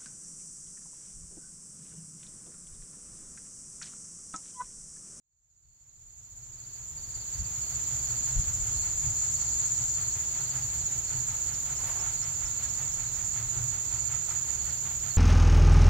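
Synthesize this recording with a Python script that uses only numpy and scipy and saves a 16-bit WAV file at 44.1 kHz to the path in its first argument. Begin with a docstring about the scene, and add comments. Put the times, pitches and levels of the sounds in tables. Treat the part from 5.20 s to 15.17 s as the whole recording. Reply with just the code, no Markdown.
"""A steam locomotive works far off across summer fields, about five exhaust beats a second.
The sound fades in over some two and a half seconds, while a breeze rumbles on the microphone.
Throughout, shaped noise makes puffs, thumps and drone; gliding tones make the crickets in the grass.
A faint falling whistle comes soon after two seconds; past six, noise bursts rustle close by,
and shortly afterwards the soft pips of a lone cricket swell once."""
import sys
import numpy as np
from scipy import signal
from scipy.fft import rfft, irfft, next_fast_len
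from scipy.io import wavfile

SR = 44100
rng = np.random.default_rng(int(sys.argv[2]) if len(sys.argv) > 2 else 0)


def wrap_up_sound(samples):
    """Save the sound to the file named by the first command line argument, as 16-bit audio."""
    columns = np.atleast_2d(samples).T
    # keep every value between -1 and 1, then stretch to whole-number steps
    tamed = np.clip(columns, -1, 1)
    steps = np.round(tamed * 32767).astype(np.int16)
    wavfile.write(sys.argv[1], SR, steps)


N = 439677
TIME = np.arange(N) / SR
BINS = np.fft.rfftfreq(N, 1 / SR)


def amp(db):
    """Decibel law: a level in dB becomes an amplitude ratio."""
    return 10 ** (np.asarray(db) / 20)


def unit(x):
    """Normalization: the signal is scaled to an rms of one."""
    return x / np.sqrt(np.mean(x ** 2) + 1e-20)


def level(rows):
    """Level contour: gain over time from rows of (time [s], level [dB])."""
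    return amp(np.interp(TIME, *np.transpose(rows)))


def over_hz(points):
    """Spectral interpolation: (frequency [Hz], value) points are joined on a log-frequency axis."""
    hz, value = np.transpose(points)
    return np.interp(np.log(BINS + 1), np.log(hz + 1), value)


def drift(per_s, count=16384):
    """Random modulation: unit normal values, per_s of them a second, joined by straight lines."""
    return np.interp(TIME * per_s, np.arange(count), rng.standard_normal(count))


# Likeness of the two channels: (frequency [Hz], correlation [-1 to 1])
CHANNEL_CORRELATION = [(60, 0.96), (130, 0.92), (290, 0.67), (640, 0.21), (1400, 0.28), (3100, 0.03),
                       (7000, -.15), (11000, 0.12), (15000, 0.47)]


def noise(colour, left_db=0, same=None):
    """Spectral shaping: stereo noise of given colour, channel correlation and lean to the left."""
    size = next_fast_len(N)
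    hz = np.fft.rfftfreq(size, 1 / SR)
    first, second = rfft(rng.standard_normal((2, size)))
    if same is None:
        same = np.interp(hz, BINS, over_hz(CHANNEL_CORRELATION))
    same = np.clip(same, -1, 1)
    other = same * first + np.sqrt(1 - same ** 2) * second
    skirt = 1 / (1 + (hz / colour[-1][0]) ** 8)  # roll-off around the last colour point
    shape = np.interp(hz, BINS, amp(over_hz(colour))) * skirt
    pair = irfft(np.array([first, other]) * shape, size)[:, :N]
    return unit(pair) * amp([[left_db / 2], [-left_db / 2]])


def band(hz, width):
    """Heterodyning: slow noise modulates a carrier into one resonance of unit rms, which may move."""
    low_pass = signal.butter(2, width / 2, fs=SR, output="sos")
    slow = signal.sosfilt(low_pass, rng.standard_normal((2, N)))
    angle = 2 * np.pi * np.cumsum(hz * np.ones(N)) / SR
    return unit(slow[0] * np.cos(angle) + slow[1] * np.sin(angle))


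def swell(s, half_length):
    """Gaussian envelope: a smooth hump of height one at time s, down to 1/e at half_length."""
    return np.exp(-((TIME - s) / half_length) ** 2)


def bursts(starts, levels_db, rise, decay):
    """Energy summation: bursts that swell quickly and decay exponentially add in power."""
    power = np.zeros(N)
    t = np.arange(SR // 2) / SR
    shape = (1 - np.exp(-(t / rise) ** 2)) * np.exp(-t / decay)
    for s, db in zip(starts, levels_db):
        part = power[round(s * SR):][:len(t)]  # a view, so that += adds into power
        part += (amp(db) * shape[:len(part)] / shape.max()) ** 2
    return np.sqrt(power)


def strokes(hz, fall, per_s, duty, scrape, unsteady=.015):
    """Stridulation: a wing file dragged over its scraper gives a tone that sinks through each stroke."""
    turns = np.cumsum(per_s * (1 + unsteady * drift(1.5))) / SR + rng.random()
    along = np.minimum(turns % 1 / duty, 1)  # 0 to 1 through the stroke, then silent
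    pitch = hz * (1 + fall * (.5 - along) + scrape * drift(900) + .003 * drift(8))
    return np.sqrt(np.abs(np.sin(np.pi * along))) * np.sin(2 * np.pi * np.cumsum(pitch) / SR)


def grass(x, t60, direct):
    """Multiple scattering: stalks and leaves give many short decaying paths, different for each side."""
    t = np.arange(SR // 5) / SR
    paths = rng.standard_normal((2, len(t))) * amp(-60 * t / t60)
    paths /= np.linalg.norm(paths, axis=1, keepdims=True)
    paths[:, 0] += direct * np.array([1, -1])  # direct sound, of opposite sign on the two sides
    scattered = signal.oaconvolve(x[None], paths, axes=1)[:, :N]
    return np.array([unit(side) for side in scattered])


# Drone of the rolling train and the countryside: (frequency [Hz], density [dB per Hz])
DRONE_SPECTRUM = [(20, -29), (45, -14), (62, -9.5), (84, -2.5), (100, -9.5), (135, -3.5), (165, -15),
                  (200, -14), (300, -19), (520, -21), (850, -20), (2000, -23.5), (4000, -24), (9000, -36)]
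# Faint hum within the drone: (frequency [Hz], width [Hz], level [dB])
HUM_BANDS = [(63.3, 6.4, -50), (97, 4.7, -54.5), (114, 6.4, -52.5), (135, 6.6, -56.5), (359.6, 9.2, -69.5)]


def drone():
    """Superposition: the roar of wheels and distance, with the wavering hum of narrow noise bands."""
    hum = sum(amp(db) * band(hz, width) for hz, width, db in HUM_BANDS)
    roar = amp(-45.5) * noise(DRONE_SPECTRUM, left_db=0.5)
    return roar * amp(.5 * drift(2.97)) + hum


# Wind on the microphone: (frequency [Hz], density [dB per Hz])
WIND_SPECTRUM = [(10, -23), (22, -6), (35, 1.5), (60, 0), (100, -3.5), (170, -16.5), (300, -42), (800, -67)]
# The breeze dies down, then recovers slightly: (time [s], level [dB])
BREEZE_LEVEL = [(0, -39), (1.8, -44), (2.7, -47), (4.2, -48.5), (4.8, -50), (5.3, -50), (5.9, -47.5),
                (9.97, -47)]
# Its gusts: (time of the height [s], half length [s], level [dB])
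GUST_HUMPS = [(.48, .035, -30), (0.825, 0.067, -31), (1.123, 0.041, -35), (1.96, .07, -36),
              (2.208, 0.028, -29), (3.184, 0.039, -28.5), (3.365, 0.22, -36.5), (3.9, 0.11, -38)]


def breeze():
    """Wind buffeting: lumpy low noise, alike on both sides, to which gusts add in power."""
    power = level(BREEZE_LEVEL) ** 2
    for s, half_length, db in GUST_HUMPS:
        power += (amp(db) * swell(s, half_length)) ** 2
    return noise(WIND_SPECTRUM, left_db=2.5, same=0.86) * np.sqrt(power) * amp(2.6 * drift(11))


def far_bird(s=2.27, half_length=.05, hz=2550, sink_hz_per_s=3800, db=-56):
    """Frequency modulation: one faint whistle slides downwards."""
    pitch = hz - sink_hz_per_s * np.clip(TIME - s, -2 * half_length, 2 * half_length)
    return amp(db) * swell(s, half_length) * np.sin(2 * np.pi * np.cumsum(pitch) / SR)


SIZZLE_DB = -52.5
# The high sizzle of katydids: (frequency [Hz], density [dB per Hz])
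SIZZLE_SPECTRUM = [(6000, -48), (8800, -8.5), (10000, -4.5), (12000, -1), (14000, 2), (15700, 0),
                   (17000, -20)]
# Thin whines in it: (time of the height [s], half length [s], pitch [Hz], glide [Hz per s], level [dB])
GLIDING_WHINES = [(1.3, .4, 14200, 300, -60), (2.3, .45, 15000, 1000, -60), (5.15, .35, 15200, 1500, -62),
                  (6.2, .5, 14200, 1501.5, -57.5), (9.9, .4, 14200, -600, -54)]


def katydids():
    """Band-limited noise: a fine, even sizzle above the crickets, with gliding resonances in it."""
    out = noise(SIZZLE_SPECTRUM, left_db=1.2) * amp(SIZZLE_DB + 1.2 * drift(55))
    for s, half_length, hz, glide, db in GLIDING_WHINES:
        pitch = hz + glide * np.clip(TIME - s, -half_length, half_length)
        sides = np.array([band(pitch, 800), band(pitch, 800)])  # independent left and right
        out += sides * amp(db) * swell(s, half_length)
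    return out


# Farther chirping crickets: (wing pitch [Hz], fall [share of pitch], strokes [per s], chirps [per s],
# time near one chirp [s], left level [dB], right level [dB])
FAR_CHIRPERS = [(4720, 0.049, 19.4, 2.5, 0.33, -65, -61.5), (4370, 0.05, 18, 2.6, 0.12, -59, -57.5),
                (4080, 0.17, 16.5, 2.38, 0.26, -68, -57.5)]
# They slowly grow quieter: extra level at the start [dB], loss [dB per s]
EAGER_DB, TIRE_DB_PER_S = 3, .5


def chirping_crickets():
    """Amplitude modulation: farther voices pulse, each at its own wandering pace of chirps."""
    out = np.zeros((2, N))
    for hz, fall, per_s, chirps_per_s, s, left_db, right_db in FAR_CHIRPERS:
        turns = chirps_per_s * (TIME - s) + 0.21 * drift(1.42)
        chirp = np.clip(0.2 + 0.85 * np.cos(2 * np.pi * turns), 0, 1)
        wing = strokes(hz, fall, per_s, duty=.7, scrape=.015, unsteady=.05)
        out += grass(wing * chirp, t60=0.05, direct=1.0) * amp([[left_db], [right_db]])
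    return out * amp(EAGER_DB - TIRE_DB_PER_S * TIME + 1.2 * drift(0.76))


# Soft pips swell once: resting level [dB], swell [dB], its middle [s], its half length [s]
PIP_DB, PIP_SWELL_DB, PIP_SWELL_AT_S, PIP_SWELL_S = -61, 12, 7.03, 0.76


def lone_cricket():
    """Periodic pulses: regular short pips, stronger on the right, each a little arch of pitch."""
    pip_at_s, pips_per_s, top_hz = 6.803, 4.33, 5560
    from_pip = ((TIME - pip_at_s) * pips_per_s + .5) % 1 - .5  # in pip periods
    pitch = top_hz * (1 - 4 * np.minimum(from_pip ** 2, .02) + .008 * drift(900))
    wing = np.exp(-(from_pip / .06) ** 2) * np.sin(2 * np.pi * np.cumsum(pitch) / SR)
    loudness = amp(PIP_DB + PIP_SWELL_DB * swell(PIP_SWELL_AT_S, PIP_SWELL_S))
    return grass(wing, t60=0.045, direct=1.2) * loudness * amp([[-8], [0]])


# The blur of many far crickets: (frequency [Hz], density [dB per Hz])
CHORUS_SPECTRUM = [(3000, -44.5), (4100, -28), (4490, -22), (4950, -29.5), (5500, -22.5), (6000, -20.5),
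                   (6400, -8.5), (6750, -4.5), (7110, 2), (7280, -6), (7420, -3), (7750, -19), (8200, -23),
                   (8900, -67)]
# Near trills: (wing pitch [Hz], strokes [per s], left and right level within the chorus [dB, dB])
NEAR_TRILLS = [(6923, 13.8, -6, .5), (7006, 16.3, 4, 0), (6770, 15.1, -4.5, -11), (6825, 12.9, -4.5, -9.5),
               (7392, 14.2, -0.5, -14.5)]
# Gain of the whole chorus: (time [s], level [dB], lean to the left [dB])
CHORUS_GAIN = [(2.5, -36.5, -4.5), (3.6, -34.5, -3.5), (4.6, -33, -2), (5.2, -36, -4), (6, -36.5, -6),
               (7.4, -37, -6.5), (8.8, -37, -9.5), (9.97, -37.5, -7)]


def trilling_crickets():
    """Incoherent summation: far trills merge into noise, from which a few near ones stand out."""
    chorus = amp(4.0) * noise(CHORUS_SPECTRUM) * amp(1.3 * np.array([drift(40), drift(40)]))
    for hz, per_s, left_db, right_db in NEAR_TRILLS:
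        wing = strokes(hz, .06, per_s, duty=.58, scrape=.023, unsteady=.012)
        trill = wing * amp(1.5 * drift(15))
        chorus += grass(trill, t60=0.044, direct=0.72) * amp([[left_db], [right_db]])
    s, db, lean_db = np.transpose(CHORUS_GAIN)
    return chorus * amp([np.interp(TIME, s, db + side * lean_db / 2) for side in (1, -1)])


# Clearest chirps of the nearest cricket: (time [s], strokes, pitch [Hz], level before side gains [dB])
NEAREST_CHIRPS = [(.42, 4, 4500, -47), (1.32, 5, 4580, -49), (1.77, 5, 4560, -44), (2.13, 3, 4640, -50),
                  (2.411, 3, 4530, -47.5), (2.78, 6, 4530, -49.5), (3.55, 3, 4480, -49),
                  (4.138, 4, 4490, -47), (4.721, 4, 4480, -49.5), (5.25, 4, 4560, -48),
                  (5.849, 3, 4470, -52), (6.9, 3, 4490, -50.5), (7.52, 3, 4470, -54), (8.65, 3, 4500, -51),
                  (9.38, 4, 4510, -49), (9.889, 2, 4430, -48)]


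def nearest_cricket(fall=0.051, per_s=18):
    """Stridulation: chirps of a few rough wing strokes, each sinking in pitch."""
    out = np.zeros(N)
    scrape = .013 * drift(900)
    for s, count, hz, db in NEAREST_CHIRPS:
        span = (TIME >= s) & (TIME < s + round(count) / per_s)
        along = np.minimum((TIME[span] - s) * per_s % 1 / .75, 1)
        pitch = hz * (1 + fall * (.5 - along) + scrape[span])
        out[span] += amp(db) * np.sin(np.pi * along) * np.sin(2 * np.pi * np.cumsum(pitch) / SR)
    # grass() normalizes, so the level is restored before the side gains
    return grass(out, t60=0.039, direct=0.91) * np.std(out) * amp([[1.5], [7.5]])


# The body of the rustle: (frequency [Hz], density [dB per Hz])
RUSTLE_BODY_SPECTRUM = [(150, -14), (350, -4), (550, -4.5), (760, 4), (1020, 2.5), (1700, -5.5),
                        (2700, -6.5), (5000, -22), (11000, -30)]
# The treble of the rustle: (frequency [Hz], density [dB per Hz])
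RUSTLE_TREBLE_SPECTRUM = [(2000, -20), (5000, 0), (11000, -2.5), (16000, -6)]
# Its brushes: (time [s], body level [dB], treble level [dB])
RUSTLE_BRUSHES = [(6.58, -44.5, -48), (6.652, -43, -43), (6.72, -46, -54), (6.777, -45, -68)]


def rustle():
    """Transient friction noise: a few quick, grainy brushes, bright at first and dull at the end."""
    s, body_db, treble_db = np.transpose(RUSTLE_BRUSHES)
    body = noise(RUSTLE_BODY_SPECTRUM, left_db=1.0) * bursts(s, body_db, rise=0.02, decay=0.067)
    treble = noise(RUSTLE_TREBLE_SPECTRUM, left_db=4.5) * bursts(s, treble_db, rise=.018, decay=0.056)
    return body * amp(3.5 * drift(120)) + treble


# The wheels gain a little speed: first beat [s], gap between beats [s], its shortening per beat [s]
FIRST_BEAT_S, BEAT_GAP_S, QUICKEN_S = .201, .18976, .0000587
# Chance differences from beat to beat [dB]
PUFF_SPREAD_DB, THUMP_SPREAD_DB = 0.84, 0.84
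# The four unequal beats of one wheel turn: (puff accent [dB], thump level [dB])
WHEEL_TURN_BEATS = [(-0.4, -45), (-0.5, -42), (1.55, -41.5), (1.2, -40)]
# Level of the puffs as the engine comes nearer: (time [s], level [dB])
APPROACH_LEVEL = [(1.9, -57.5), (3.3, -53.5), (5.1, -51.3), (5.8, -53.5), (6.6, -49), (8, -51.5),
                  (9.05, -48), (9.35, -49.3), (9.97, -50)]


def exhaust_beats(count=52):
    """Valve periodicity: time, puff level and thump level of each beat, four to a turn of the wheels."""
    k = np.arange(count)
    starts = FIRST_BEAT_S + BEAT_GAP_S * k - QUICKEN_S * k ** 2 / 2
    accent_db, thump_db = np.array(WHEEL_TURN_BEATS)[k % len(WHEEL_TURN_BEATS)].T
    puff_luck, thump_luck = rng.standard_normal((count, 2)).T
    puff_db = np.interp(starts, *np.transpose(APPROACH_LEVEL)) + accent_db + PUFF_SPREAD_DB * puff_luck
    return starts, puff_db, thump_db + THUMP_SPREAD_DB * thump_luck


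THUMP_LAG_S = 0.024  # delay of the thump behind its puff
# The steam puff: (frequency [Hz], density [dB per Hz])
PUFF_SPECTRUM = [(300, -13), (580, -7), (760, 2), (1080, -4.5), (1500, -2.5), (1750, 0), (2600, -3.5),
                 (3600, -5.5), (6000, -35)]
# The rings of the stack: (frequency [Hz], width [Hz], level relative to the steam noise [dB])
STACK_RINGS = [(887, 140, -10), (1353, 265, -5), (2079, 280, -11.5)]
# The thump of the stack: (frequency [Hz], density [dB per Hz])
THUMP_SPECTRUM = [(35, -38), (62, -12), (85, -6.5), (113, 2.5), (135, 1.5), (160, -37), (240, -30),
                  (500, -55)]
# A few much heavier booms: (time [s], level [dB])
HEAVY_BOOMS = [(1.177, -34.5), (5.892, -35.5), (8.336, -31.5)]


def locomotive():
    """Resonance: pulsed steam noise rings the stack, each puff with a low thump just behind it."""
    starts, puff_db, thump_db = exhaust_beats()
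    steam = noise(PUFF_SPECTRUM, left_db=-4.0, same=0.7)
    for hz, width, db in STACK_RINGS:
        # restless air colours every puff differently
        steam += amp(db) * band(hz, width) * amp(1.8 * drift(8))
    puffs = steam * bursts(starts, puff_db, rise=0.043, decay=0.073) * amp(0.79 * drift(110))
    boom_s, boom_db = np.transpose(HEAVY_BOOMS)
    push_s = np.r_[starts + THUMP_LAG_S, boom_s]
    push = bursts(push_s, np.r_[thump_db, boom_db], rise=0.029, decay=0.075)
    return puffs + noise(THUMP_SPECTRUM, left_db=2.0) * push


def scene():
    """Linear superposition: the train far off, the meadow close by."""
    insects = katydids() + chirping_crickets() + lone_cricket() + trilling_crickets() + nearest_cricket()
    return drone() + breeze() + far_bird() + insects + rustle() + locomotive()


# The fade-in is a power of time: start [s], end [s], power; then the overall gain [dB]
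FADE_FROM_S, FADE_TO_S, FADE_POWER, GAIN_DB = -0.34, 2.636, 2.784, -3
EDGE_HZ = 15730  # upper band limit


def record(dry):
    """Gain and low-pass filtering: the fade-in, then the band limit."""
    fade = np.clip((TIME - FADE_FROM_S) / (FADE_TO_S - FADE_FROM_S), 0, 1) ** FADE_POWER
    low_pass = signal.firwin(1023, EDGE_HZ, window=("kaiser", 9), fs=SR)
    return signal.oaconvolve(dry * fade * amp(GAIN_DB), low_pass[None], "same")


dry = scene()
out = record(dry)
wrap_up_sound(out)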